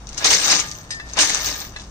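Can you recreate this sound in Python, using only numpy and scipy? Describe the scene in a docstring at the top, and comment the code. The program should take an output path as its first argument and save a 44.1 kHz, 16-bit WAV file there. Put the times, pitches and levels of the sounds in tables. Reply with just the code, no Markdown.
"""Engine hoist on gravel.

A steel hoist is shoved twice over a yard. Its small wheels grind through the stones and jolt over
them, pebbles snap aside and the hollow frame rings. Its chain knocks on a steel post and clinks.
A low outdoor rumble lies below; the two microphone ports colour the treble differently."""
import sys
import numpy as np
from scipy import signal
from scipy.fft import rfft, irfft, next_fast_len
from scipy.io import wavfile
from scipy.ndimage import uniform_filter1d, minimum_filter1d

SR = 44100
rng = np.random.default_rng(int(sys.argv[2]) if len(sys.argv) > 2 else 0)


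def bounce(signal):
    """Save signal as a 16-bit WAV file at the path given by the first command-line argument."""
    frames = np.transpose(np.atleast_2d(signal))
    limited = np.clip(frames, -1, 1)
    pcm = np.round(limited * 32767).astype(np.int16)
    wavfile.write(sys.argv[1], SR, pcm)


N = 83790
TIME_S = np.arange(N) / SR

# noise spectra: freq_hz, relative_density_db
RUMBLE_SPECTRUM = [(25, 1.5), (40, -4), (57, -6), (80, -4), (130, -4), (220, -12), (450, -18),
                   (1100, -18.5), (2500, -39), (6000, -33), (15000, -34)]
CRUNCH_SPECTRUM = [(500, -19), (1200, -14.5), (2000, -2.5), (2500, -4), (3050, -5), (3800, 4), (5500, 1.5),
                   (7000, 2.5), (9000, -7), (15000, -10)]
GRIND_SPECTRUM = [(100, -16), (200, -4.5), (300, -6.5), (420, 0), (650, 2.5), (1300, 3), (1900, -3.5),
                  (2800, -1.5), (5000, -21)]
PEBBLE_SPECTRUM = [(1500, -17), (3000, -11.5), (4200, 2.5), (6300, 5), (8500, -6), (15000, -7.5)]
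# level curves: time_s, level_db
DRONE_LEVELS = [(0, -38), (.4, -49.5), (.75, -47.5), (.95, -49.5), (1.1, -34.5), (1.25, -53), (1.42, -40.5),
                (1.5, -37), (1.62, -47), (1.9, -38)]
HISS_LEVELS = [(.14, -62), (.2, -38), (.28, -26), (.32, -14.5), (.39, -30), (.46, -18), (.56, -32),
               (.68, -34), (.74, -43), (.78, -31.5), (.88, -56), (1.14, -53), (1.22, -24), (1.37, -34),
               (1.45, -14.5), (1.54, -29), (1.59, -17.5), (1.66, -27), (1.76, -63)]
# wheels in gravel, per shove: time_s, crunch_db, grind_db
SHOVE_1 = [(0, -78, -51.5), (.06, -62, -57.5), (.11, -49, -51.5), (.168, -40.5, -45.5), (.2, -33, -36.5),
           (0.238, -37, -25), (0.258, -16.5, -30.5), (0.291, -20, -28.5), (.33, -16.5, -25.5),
           (0.388, -22, -32.5), (.48, -20, -25), (0.521, -13, -21.5), (0.571, -22.5, -29),
           (0.606, -20.5, -37.5), (0.629, -32.5, -34.5), (.71, -38, -51), (.87, -53.5, -57)]
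SHOVE_2 = [(1.03, -62, -52.5), (1.09, -42.5, -49), (1.153, -47, -42), (1.183, -26.5, -18.5),
           (1.227, -21.5, -26), (1.275, -22.5, -33.5), (1.301, -20.5, -30.5), (1.43, -29.5, -34.5),
           (1.482, -22, -32.5), (1.521, -32, -36), (1.585, -34.5, -43.5), (1.616, -35, -39.5),
           (1.7, -48.5, -52.5), (1.75, -58.5, -49.5), (1.809, -44, -49), (1.9, -57, -63)]
# pebbles snapping aside: start_s, level_db
PEBBLE_SNAPS = [(0.07, -27), (0.0896, -24.5), (0.129, -26.5), (0.1792, -19.5), (0.446, -17), (0.459, -17),
                (0.4797, -15), (0.487, -17.5), (0.565, -17), (0.687, -29), (0.7137, -21.5), (0.785, -35),
                (0.8126, -34.5), (1.1345, -23.5), (1.18, -28), (1.2955, -15), (1.346, -10.5), (1.602, -23),
                (1.615, -29)]
# wheel jolts: start_s, crunch_db, thud_db, t60_s
WHEEL_JOLTS = [(0.1765, -24, -34, 0.16), (0.244, -6, -15.5, 0.12), (0.3015, -13, -18.5, 0.24),
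               (.327, -8, -31, 0.12), (0.502, -12.5, -39, 0.082), (0.59, -20, -18, 0.029),
               (1.17, -22, -21, 0.13), (1.188, -2, -39, 0.051), (1.2022, -7.5, -48, 0.15)]
# chain contacts: start_s, level_db, tilt_db_per_octave
POST_KNOCKS = [(.9058, -30.5, -1), (1.2055, -25, 11.5)]
LINK_CLINKS = [(.999, -42, -4.5), (1.7625, -36, 2), (1.797, -42.5, 11.5)]
# steel modes: pitch_hz, gain_db, t60_s
FRAME_MODES = [(305.3, -8.5, 0.098), (857, -14, 1), (1212, -12, 0.66), (1665, -5.5, 0.071), (1800, -10, 1),
               (1855, -12.5, 0.11), (3567, -4, 0.18), (3783, -2.5, 0.042), (4480, -7, 0.15),
               (4890, -2, 0.051), (5470, -9.5, 0.033), (5670, -11, 0.072)]
POST_MODES = [(1808, 0, 0.69), (1960, -14, 0.22), (3876, 2, 0.15), (4980, -1, 0.16), (4970, -4.5, 0.38),
              (5728, -17, 0.08), (6190, -15, 0.087), (7500, -25, .14), (8260, 2, 0.1), (8600, -9, 0.15),
              (10020, -12, 0.18)]
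LINK_MODES = [(1217, -3.5, .07), (1710, 5, 0.07), (1966, 9.5, 0.031), (2663, 2, 0.093), (3520, 11, 0.027),
              (4032, 6.5, 0.053), (6440, -31, .12), (7100, -35, 0.13)]
# left-right likeness: freq_hz, coherence
STEREO_COHERENCE = [(60, 0.98), (250, 0.97), (600, 0.83), (1200, 0.37), (2500, 0.34), (6000, 0.19),
                    (14000, .35)]
# microphone port responses: freq_hz, gain_db
LEFT_RESPONSE = [(100, -1), (1200, 0.5), (2500, 2.5), (3050, 2), (3600, 0), (4500, 0.5), (5500, 4),
                 (6300, 9.5), (7100, 0.5), (8100, -7.5), (8900, -31), (10300, -36), (12500, -27),
                 (14300, -26.5), (16000, -22)]
RIGHT_RESPONSE = [(100, -1.5), (1200, -2), (2500, 1), (3050, 2.5), (3600, -2.5), (5500, -2), (6300, -3.5),
                  (7300, -3.5), (8400, 1), (9400, -4), (10500, -24), (12800, -23), (14000, -15),
                  (16000, -17.5)]


def from_db(db):
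    """Decibels to gain."""
    return 10 ** (np.asarray(db) / 20)


def unit_rms(x):
    """Scale to rms 1."""
    return x / np.sqrt(np.mean(x ** 2) + 1e-20)


def at_hz(points, hz):
    """Interpolate over log frequency."""
    freqs_hz, values = np.transpose(points)
    return np.interp(np.log(np.maximum(hz, 1)), np.log(freqs_hz), values)


def drift(rate_hz):
    """Smooth random wander, rms 1."""
    hop, warmup = 40, 2000
    pole = np.exp(-2 * np.pi * rate_hz * hop / SR)
    white = rng.standard_normal(N // hop + warmup + 2)
    slow = signal.lfilter([1], [1, -2 * pole, pole * pole], white)[warmup:]
    return np.interp(np.arange(N) / hop, np.arange(len(slow)), unit_rms(slow))


def delayed(x, delay_s):
    """Delay by whole samples."""
    return np.r_[np.zeros(round(delay_s * SR)), x][:N]


def clicks(starts_s, levels_db):
    """One impulse per event."""
    out = np.zeros(N)
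    samples = np.round(np.array(starts_s) * SR).astype(int)
    np.add.at(out, np.clip(samples, 0, N - 1), from_db(levels_db))
    return out


def decay_power(hits, t60_s):
    """Power envelope decaying from each hit."""
    return signal.lfilter([1], [1, -10 ** (-6 / (t60_s * SR))], hits ** 2 + 1e-18)


def ring(drive, hz, t60_s):
    """One mode: a unit click starts a decaying unit sine."""
    pole = np.exp(-np.log(1000) / (t60_s * SR))
    step_rad = 2 * np.pi * hz / SR
    feedback = [1, -2 * pole * np.cos(step_rad), pole * pole]
    return signal.lfilter([0, np.sin(step_rad)], feedback, drive + 1e-18)


def band_noise(power, spectrum, colour_db=3.5, stones_per_s=97):
    """Stereo noise in third octaves; band gains wander by colour_db, as each stone favours others."""
    edges_hz = 22 * 2 ** (np.arange(30) / 3)
    centres_hz = np.sqrt(edges_hz[1:] * edges_hz[:-1])
    gains = from_db(at_hz(spectrum, centres_hz)) * (centres_hz > spectrum[0][0] / 2)
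    gains /= np.sqrt(np.sum(gains ** 2 * np.diff(edges_hz)) * 2 / SR)
    white = rng.standard_normal((2, 2, N)) * np.sqrt(power)
    out = np.zeros((2, N))
    for k in np.flatnonzero(gains):
        band = signal.butter(2, edges_hz[k:k + 2], "band", fs=SR, output="sos")
        wander = unit_rms(from_db(colour_db * drift(stones_per_s)))
        mid, side = signal.sosfilt(band, white[k % 2] * wander)  # adjacent bands independent
        coherence = at_hz(STEREO_COHERENCE, centres_hz[k])
        mid *= np.sqrt((1 + coherence) / 2)
        side *= np.sqrt((1 - coherence) / 2)
        out += gains[k] * np.array([mid + side, mid - side])
    return out


def background(rumble_db=-40, drone_hz=56, waver_rad=0.99):
    """Outdoor rumble; a wavering low drone swells and sinks."""
    drone = np.sqrt(2) * np.sin(2 * np.pi * drone_hz * TIME_S + waver_rad * drift(4.5))
    drone_db = np.interp(TIME_S, *np.transpose(DRONE_LEVELS))
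    rumble = band_noise(np.ones(N), RUMBLE_SPECTRUM, colour_db=0)
    return from_db(rumble_db) * rumble + from_db(drone_db) * drone


def stone_cracks(crunch_db, ref_per_s=1700, ref_db=-20, spread_db=0.5):
    """Power of random cracks, mean near 1; denser under a harder shove."""
    rate_per_s = ref_per_s * from_db(0.55 * (crunch_db - ref_db))
    sizes = from_db(-spread_db * np.minimum(rng.exponential(1, N), 4))
    hits = sizes * (rng.random(N) < rate_per_s / SR)
    power = decay_power(hits, t60_s=0.0097)
    power += 0.15 * power.mean()
    return power / uniform_filter1d(power, size=1300)


def gravel():
    """Wheels crush stones: bright crunch, low grinding that shakes the frame, jolts."""
    times_s, crunch_db, grind_db = np.transpose(SHOVE_1 + SHOVE_2)
    crunch_db = np.interp(TIME_S, times_s, crunch_db)
    grind_db = np.interp(TIME_S, times_s, grind_db)
    cracks = stone_cracks(crunch_db)
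    crunch_power = cracks * from_db(crunch_db) ** 2
    grind_power = cracks * from_db(grind_db) ** 2
    ringing = frame(grind_power)
    for start_s, jolt_db, thud_db, t60_s in WHEEL_JOLTS:
        crunch_power += jolt(start_s, jolt_db, t60_s) * np.sqrt(cracks)
        grind_power += jolt(start_s, thud_db, t60_s) * np.sqrt(cracks)
    return band_noise(crunch_power, CRUNCH_SPECTRUM) + band_noise(grind_power, GRIND_SPECTRUM) + ringing


def frame(power, gain_db=-5):
    """Stones rattling against the wheels ring the steel frame."""
    out = np.zeros((2, N))
    for hz, mode_db, t60_s in FRAME_MODES:
        coherence = at_hz(STEREO_COHERENCE, hz)
        common = np.sqrt(coherence) * rng.standard_normal(N)
        separate = np.sqrt(1 - coherence) * rng.standard_normal((2, N))
        rattle = np.sqrt(power) * (common + separate)
        out += from_db(mode_db) * unit_rms(ring(rattle, hz, t60_s))
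    return out * np.sqrt(power.mean()) * from_db(gain_db)


def pebbles():
    """Single pebbles snap out from under a wheel."""
    power = decay_power(clicks(*np.transpose(PEBBLE_SNAPS)), t60_s=0.018)
    return band_noise(power, PEBBLE_SPECTRUM, colour_db=3)


def top_hiss(band_hz=(13400, 15000), grain_db=1, left_db=-1.5):
    """Thin, grainy hiss above the crunch, slightly right."""
    level_db = np.interp(TIME_S, *np.transpose(HISS_LEVELS)) + grain_db * drift(60)
    band = signal.butter(5, band_hz, "band", fs=SR, output="sos")
    hiss = unit_rms(signal.sosfilt(band, rng.standard_normal((2, N))))
    return hiss * from_db(level_db) * from_db([[left_db], [0]])


def jolt(start_s, level_db, t60_s, attack_s=0.00075):
    """Power of a wheel dropping off a stone: those below give way, then settle."""
    attack = 1 - np.exp(-np.maximum(TIME_S - start_s, 0) / attack_s)
    return attack * decay_power(clicks([start_s], level_db), t60_s)


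def chain_strikes(contacts, modes, rattle_db, rattle_t60_s):
    """Steel on steel: a short rattle and ringing modes, each contact with its own brightness."""
    starts_s, levels_db, tilts_db_per_octave = np.transpose(contacts)
    rattle_power = decay_power(clicks(starts_s, levels_db + rattle_db), rattle_t60_s)
    out = band_noise(rattle_power, CRUNCH_SPECTRUM)
    for hz, mode_db, t60_s in modes:
        tilt_db = tilts_db_per_octave * np.log2(hz / 4000)
        tone = ring(clicks(starts_s, levels_db + mode_db + tilt_db), hz, t60_s)
        lag_cycles = rng.uniform(0, 0.067)
        out += np.array([tone, delayed(tone, lag_cycles / hz)])
    return out


def yard_scatter(x, gain_db=-6.5, t60_s=0.068, gap_s=0.004):
    """Faint reflections off the ground and nearby objects."""
    age_s = TIME_S[:SR // 2]
    envelope = np.exp(-np.log(1000) * age_s / t60_s) * (age_s > gap_s)
    tail = rng.standard_normal((2, len(age_s))) * envelope
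    tail /= np.sqrt(np.sum(tail ** 2) / 2)
    return from_db(gain_db) * signal.fftconvolve(x, tail, axes=1)[:, :N]


def mic_port(x, response):
    """Minimum-phase colour of one microphone port."""
    size = 2 * next_fast_len(N)
    gains = from_db(at_hz(response, np.fft.rfftfreq(size, 1 / SR)))
    cepstrum = irfft(np.log(gains))
    causal_fold = np.r_[1, np.full(size // 2 - 1, 2), 1, np.zeros(size // 2 - 1)]
    return irfft(rfft(x, size) * np.exp(rfft(cepstrum * causal_fold)))[:N]


def limiter(x, ceiling_db=-2, hold_s=0.003):
    """Gain ducks briefly around peaks."""
    size, ceiling = int(hold_s * SR), from_db(ceiling_db)
    gain = ceiling / np.maximum(np.abs(x), ceiling)
    return x * uniform_filter1d(minimum_filter1d(gain, size), size)


def scene():
    """Hoist and chain slightly left, in open air."""
    knocks = chain_strikes(POST_KNOCKS, POST_MODES, rattle_db=1.5, rattle_t60_s=0.22)
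    clinks = chain_strikes(LINK_CLINKS, LINK_MODES, rattle_db=0.5, rattle_t60_s=0.071)
    left, right = gravel() + pebbles() + top_hiss() + knocks + clinks
    hoist = np.array([left, delayed(right, delay_s=0.00015)])
    return hoist + yard_scatter(hoist) + background()


def record(dry):
    """Port colour, limiter, steep low-pass."""
    cutoff_hz = 15750
    coloured = np.array([mic_port(dry[0], LEFT_RESPONSE), mic_port(dry[1], RIGHT_RESPONSE)])
    lowpass = signal.ellip(12, 0.1, 90, cutoff_hz, fs=SR, output="sos")
    return signal.sosfilt(lowpass, limiter(coloured))


dry = scene()
out = record(dry)
bounce(out)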